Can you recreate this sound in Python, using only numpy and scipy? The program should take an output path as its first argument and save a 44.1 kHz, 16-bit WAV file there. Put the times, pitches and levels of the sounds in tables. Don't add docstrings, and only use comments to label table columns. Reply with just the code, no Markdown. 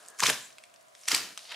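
import sys
import numpy as np
from scipy import signal
from scipy.io import wavfile

SR = 44100
rng = np.random.default_rng(int(sys.argv[2]) if len(sys.argv) > 2 else 0)


def output_pcm(signal):
    pcm = np.clip(np.atleast_2d(signal).T, -1, 1) * 32767
    wavfile.write(sys.argv[1], SR, np.round(pcm).astype(np.int16))


def gain_from_db(level_db):
    decades = np.asarray(level_db, float) / 20
    return 10 ** decades


N = 68355


def evened(x):
    return x / np.sqrt(np.mean(x ** 2) + 1e-20)


def read(points, hz):
    f, value = np.transpose(points)
    return np.interp(np.log(hz + 1), np.log(f + 1), value)


def curve(rows, column):
    rows = np.array(rows)
    return gain_from_db(np.interp(np.arange(N) / SR, rows[:, 0], rows[:, column], left=-120, right=-120))


def colour(x, points):
    level_db = read(points, abs(np.fft.fftfreq(4096, 1 / SR)))
    log_gain = np.log(gain_from_db(np.maximum(level_db, -100)))
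    taps = np.fft.ifft(np.exp(np.conj(signal.hilbert(log_gain)))).real[:2048]
    return signal.fftconvolve(x, taps)[:len(x)]


def resonate(x, hz, width_hz):
    b, a = signal.iirpeak(min(hz, 18000), hz / width_hz, SR)
    return signal.lfilter(b, a, x)


def resonate_twice(x, hz, width_hz):
    return resonate(resonate(x, hz, width_hz), hz, 2 * width_hz)


def resonances(x, modes):
    return evened(sum(gain_from_db(db) * resonate(x, hz, width_hz) for hz, width_hz, db in modes))


def crackle(per_s, spread_db, smooth):
    happens = rng.random(N) < per_s / SR
    size = gain_from_db(spread_db * np.minimum(rng.exponential(1, N), 4))
    snaps = happens * size * rng.standard_normal(N)
    return smooth * rng.standard_normal(N) + evened(snaps) * np.sqrt(1 - smooth ** 2)


def grains(per_s, spread_db, smooth):
    bands_hz = np.arange(700, 16000, 1300)
    return sum(evened(resonate(crackle(per_s, spread_db, smooth), hz, 2200)) for hz in bands_hz)


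def add(mix, s, sound):
    part = mix[round(s * SR):][:len(sound)]
    part += sound[:len(part)]


# f/Hz, level/dB
HISS_SPECTRUM = [(18, -78), (30, -15), (100, -10), (468, -10), (641, 3), (833, -21), (975, -2),
                 (8120, -27.5), (15600, -25)]
HISS_DB = -66
HUM_HZ, HUM_WIDTH_HZ, HUM_DB = 665, 118, -69.5


def air():
    hiss = [evened(colour(rng.standard_normal(N), HISS_SPECTRUM)) for _ in range(2)]
    hum = [evened(resonate_twice(rng.standard_normal(N), HUM_HZ, HUM_WIDTH_HZ)) for _ in range(2)]
    mid = gain_from_db(HISS_DB) * hiss[0] + gain_from_db(HUM_DB) * hum[0]
    side = gain_from_db(HISS_DB + 3) * hiss[1] + gain_from_db(HUM_DB + 3.5) * (hum[1] - 0.22 * hum[0])
    return np.array([mid + side, mid - side])


# t/s, level/dB
HANDS = [(0, -58.5), (.1, -61), (.13, -65.5), (.18, -60.5), (.3, -38), (.55, -65), (.7, -68), (.93, -68),
         (.96, -62.5), (1.06, -55), (1.3, -63), (1.4, -54), (1.485, -57), (1.55, -58)]
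# f/Hz, level/dB
RUSTLE = [(880, -34), (1500, -14), (1740, -6.5), (4500, -4), (9660, -5), (12500, -16), (15600, -28)]
# t/s, level/dB
PALM = [
    (0, -58),
    (.03, -60),
    (.17, -60.5),
    (.25, -75),
]
# f/Hz, width/Hz, level/dB
RUB = [(480, 120, -3), (700, 200, -1), (1020, 200, 0), (1320, 300, 0), (1640, 130, 6)]
# t/s, level/dB
GRIP = [
    (1.38, -70),
    (1.4, -66),
    (1.45, -58),
    (1.485, -56.5),
    (1.51, -52),
    (1.53, -72),
]
GRIP_HZ, GRIP_WIDTH_HZ = 4300, 2500


def hands():
    rustle = evened(colour(grains(280, 4.4, 0.92), RUSTLE))
    low_pass = signal.butter(8, 1740, fs=SR, output="sos")
    skin = signal.sosfilt(low_pass, crackle(900, 2.0, 0.9))
    rub = resonances(skin, RUB)
    grip = evened(resonate_twice(rustle, GRIP_HZ, GRIP_WIDTH_HZ))
    return curve(GRIP, column=1) * grip + curve(HANDS, column=1) * rustle + curve(PALM, column=1) * rub


def snap(drive, board_db, board_hz, edge_db, edge_hz, board_q, edge_q, wide):
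    drive = signal.lfilter(*signal.butter(4, 12900, fs=SR), drive)
    board = resonate_twice(drive, board_hz, board_hz / board_q)
    board = resonate(resonate(drive, board_hz, board_hz / board_q), board_hz, 2 * board_hz)
    edge = resonate(resonate(drive, edge_hz, edge_hz / edge_q), edge_hz, edge_hz)
    edge = edge + wide * resonate(drive, edge_hz, 0.64 * edge_hz)
    return gain_from_db(board_db) * board / abs(board).max() - gain_from_db(edge_db) * edge / abs(edge).max()


# t/s, board ring level/dB, board ring f/Hz, torn edge level/dB, torn edge f/Hz
TICKS = [(0.028, -53, 3000, -46, 8500), (.1008, -64, 3000, -42, 9500), (.147, -66, 2900, -49, 6440),
         (.0502, -51, 2450, -43.5, 5800), (.062, -49, 2500, -41.5, 7900), (.079, -63, 3100, -39.5, 6600),
         (0.0847, -75, 3400, -31.5, 7970), (0.2937, -14.5, 2200, -24, 8150),
         (0.2987, -10.5, 2090, -34, 3500), (0.3011, -22, 2420, -13.5, 8200), (.334, -28, 2240, -25.5, 5900),
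         (0.5047, -43, 2330, -51, 6100), (0.526, -66, 2200, -45.5, 6050), (.577, -51, 2600, -60, 6000),
         (.5835, -36.5, 2460, -45, 9000), (.638, -38.5, 2580, -42, 8600), (.654, -62, 2500, -47, 7500),
         (0.6988, -55.5, 1900, -55, 7040), (.741, -47, 2160, -43, 8140), (.7605, -51, 2000, -47, 5130),
         (0.8103, -62, 2500, -51, 7570), (.827, -66, 2500, -54, 9500), (0.884, -55.5, 2530, -46.5, 7840),
         (0.951, -43, 1940, -38, 5800), (.992, -70, 2500, -44, 7550), (1.013, -61, 2500, -42, 8100),
         (1.035, -47.5, 2190, -38, 5650), (1.0557, -44, 2500, -37, 5900), (1.375, -39, 2800, -42, 5300),
         (1.3758, -26.5, 2880, -26.5, 5800), (1.3755, -35, 1300, -32, 8300),
         (1.392, -35.5, 2840, -35, 4940)]
ECHO_S, ECHO_DB = 0.005, -18.5


def ticks():
    out, t = np.zeros(N), np.arange(500) / SR
    for (s, *rings), noise in zip(TICKS, rng.standard_normal((len(TICKS), 500))):
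        click = (t == 0) + 0.32 * noise * np.exp(-t / 0.0014)
        echo = noise[::-1] * (t > ECHO_S) * np.exp(-abs(t - ECHO_S) / 0.0007)
        add(out, s, snap(click + gain_from_db(ECHO_DB) * echo, *rings, board_q=1.9, edge_q=4.7, wide=0.3))
    return out


# t/s, tearing level/dB, panel flex level/dB
PULL_ONE = [
    (.178, -100, -74),
    (.188, -44.5, -62),
    (.21, -42.5, -61),
    (.23, -31, -33.5),
    (.26, -29, -44.5),
    (.3, -27.5, -38),
    (.315, -64, -45),
    (.345, -54, -61),
    (.4, -78, -74),
]
# t/s, tearing level/dB, panel flex level/dB
PULL_TWO = [
    (1.066, -66, -90),
    (1.08, -34.5, -81),
    (1.099, -37.5, -56.5),
    (1.117, -27, -59),
    (1.136, -32.5, -43.5),
    (1.166, -31.5, -49),
    (1.211, -40.5, -55),
    (1.28, -48, -61),
    (1.339, -55.5, -71),
]
# t/s, tearing level/dB
PULL_THREE = [
    (1.45, -59),
    (1.49, -54.5),
    (1.492, -51),
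    (1.512, -42.5),
    (1.521, -43),
    (1.532, -46),
    (1.55, -41),
]
# t/s, level/dB
FRAY = [
    (.3, -75),
    (.34, -62),
    (.4, -57.5),
    (.46, -52),
    (.52, -84),
]
FRAY_HZ, FRAY_WIDTH_HZ = 7430, 1200
# f/Hz, level/dB
TEAR = [(240, -23), (600, -11.5), (1260, -2), (3070, -1.5), (3370, -6.5), (3700, -4), (6620, -4),
        (11700, -14), (15600, -22.5)]
# f/Hz, width/Hz, level/dB
PANEL = [(95, 50, -24), (137.6, 39, 1.5), (198, 33, 3), (289, 69, 3.5), (396, 180, 3), (610, 46, -24)]


def tearing():
    fibres = evened(colour(grains(900, 1.73, 0.61), TEAR))
    flex = resonances(crackle(600, 5.1, 0.6), PANEL)
    slow = resonate(resonate(fibres, 3150, 2800), 3100, 2700)
    slow = slow + resonate(fibres, 750, 960) + 1.9 * resonate(fibres, 540, 370)
    slow = evened(slow + 0.89 * resonate(fibres, 1970, 620) + 0.038 * flex)
    slow = signal.lfilter(*signal.butter(3, 5000, fs=SR), slow)
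    fray = evened(resonate_twice(fibres, FRAY_HZ, FRAY_WIDTH_HZ))
    out = curve(FRAY, column=1) * fray + curve(PULL_THREE, column=1) * slow
    for pull in (PULL_ONE, PULL_TWO):
        out = out + curve(pull, column=1) * fibres + curve(pull, column=2) * flex
    return out


# t/s, board ring level/dB, board ring f/Hz, torn edge level/dB, torn edge f/Hz
RIP_ONE = [(.179, -66, 1700, -43, 6650), (0.185, -63, 1490, -43, 7000), (0.1885, -47, 1380, -31.5, 6800),
           (.194, -36, 1370, -29, 6500), (0.197, -27.5, 1170, -25.5, 6670),
           (0.2028, -24.5, 1670, -14, 6560), (0.2046, -24, 2070, -22, 6540), (.21, -60, 1520, -37, 4600),
           (.215, -51, 1290, -26, 6800), (.2195, -29, 1240, -31, 4050), (.2243, -18.5, 900, -25, 3700),
           (0.2333, -17.5, 1410, -14.5, 3700), (0.236, -16.5, 1050, -12.5, 5270),
           (.238, -24, 1600, -24, 4200), (.2415, -39, 1780, -31, 4200), (.2525, -37, 2100, -28, 7200),
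           (0.2565, -16, 2600, -22, 7000), (0.2607, -12.5, 2020, -20, 6400), (.265, -16, 3150, -13.5, 5100),
           (.2668, -16.5, 3400, -11, 5960), (0.2805, -23, 2820, -24, 7900), (0.29, -24.5, 2270, -34, 5000),
           (.296, -22, 2300, -30, 4970), (.3025, -25, 740, -34, 6050), (.328, -30, 1720, -29, 4000),
           (0.336, -31, 2100, -36, 6500), (.3425, -32, 2110, -33, 6530)]
# t/s, board ring level/dB, board ring f/Hz, torn edge level/dB, torn edge f/Hz
LATER_RIPS = [(1.077, -37.5, 713, -30.5, 6000), (1.0812, -23, 2400, -21, 6000),
              (1.0839, -19, 2150, -15.5, 6200), (1.0848, -22, 2920, -16.5, 8700),
              (1.094, -36, 1820, -25, 5960), (1.1059, -34, 1820, -23, 6500),
              (1.1155, -17.5, 1900, -20, 5500), (1.1174, -20, 2260, -14.5, 4450),
              (1.11, -30, 1320, -40, 6000), (1.134, -34, 1190, -22, 6400), (1.1431, -22, 1930, -23, 4570),
              (1.1465, -18, 1860, -12.5, 4670), (1.1478, -19.5, 2200, -14, 7800),
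              (1.154, -27, 1900, -24, 4600), (1.162, -28, 1490, -22, 8050), (1.1775, -31, 1880, -23, 5000),
              (1.13, -31.5, 301, -50, 4500), (1.441, -49.5, 690, -70, 3000), (1.453, -51, 680, -43, 3250),
              (1.4925, -42, 3100, -40, 4500), (1.5028, -44, 3200, -40, 4300), (1.508, -37, 1980, -37, 4340),
              (1.516, -35, 2180, -36, 3760), (1.5188, -34, 1190, -28.5, 3260),
              (1.523, -37, 1140, -30.5, 2900), (1.544, -43, 1900, -31.5, 3030)]
BURST_RISE_S, BURST_S, BURST_SNAPS_PER_S = 0.0015, 0.0016, 3500


def bridges():
    out, t = np.zeros(N), np.arange(900) / SR
    bursts = RIP_ONE + LATER_RIPS
    width_s = np.where(t < BURST_RISE_S, 0.5 * BURST_RISE_S, BURST_S)
    swell = np.exp(-((t - BURST_RISE_S) / width_s) ** 2)
    for (s, *rings), (odds, size) in zip(bursts, rng.random((len(bursts), 2, 900))):
        snaps = (odds < BURST_SNAPS_PER_S / SR) + 0.5
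        drive = snaps * (2 * size - 1) * swell
        add(out, s - 0.5 * BURST_RISE_S, snap(drive, *rings, board_q=3.37, edge_q=5.8, wide=0.56))
    return out


# f/Hz, t/s
ROOM = [(100, 0.51), (700, 0.44), (1500, 0.46), (2400, 0.42), (4000, 0.45), (9000, 0.21), (15000, 0.53)]


def room(x):
    taps = np.zeros((2, SR))
    at = np.arange(150, SR - 20, 20) + rng.integers(0, 20, (2, (SR - 151) // 20))
    np.put_along_axis(taps, at, rng.choice([-1., 1.], at.shape), 1)
    hz, t, bands = signal.stft(taps, SR, nperseg=256)
    fade = gain_from_db(-60 * t / read(ROOM, hz)[:, None])
    tail = signal.istft(bands * fade, SR, nperseg=256)[1]
    return signal.fftconvolve(x[None], tail / np.linalg.norm(tail[0]), axes=1)[:, :N]


def scatter(x):
    i = np.arange(900)
    taps = rng.standard_normal(900) * np.exp(-i / 240.0) * (i > 30)
    return signal.fftconvolve(x, taps / np.linalg.norm(taps))[:N]


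# f/Hz, level/dB
SIDE_TILT = [(100, -38), (500, -17.5), (1000, -19.5), (3000, -13), (6000, -10), (12000, -8)]
ROOM_DB = -9
LEAN = 0.15


def scene():
    board = hands() + ticks() + tearing() + bridges()
    wet_mid, wet_side = gain_from_db(ROOM_DB) * room(board)
    mid = board + wet_mid
    side = colour(scatter(board) + gain_from_db(6.5) * wet_side, SIDE_TILT)
    side = side + LEAN * resonate(mid, 15000, 9000)
    return np.array([mid + side, mid - side]) + air()


def top_cut(x):
    return signal.sosfilt(signal.butter(12, 15770, fs=SR, output="sos"), x)


def record(dry):
    thin = signal.sosfilt(signal.butter(2, 90, "high", fs=SR, output="sos"), dry)
    low_pass = signal.firwin(511, 15800, window=("kaiser", 9), fs=SR)
    cut = signal.oaconvolve(thin, low_pass[None], "same")
    return top_cut(cut)


dry = scene()
out = record(dry)
output_pcm(out)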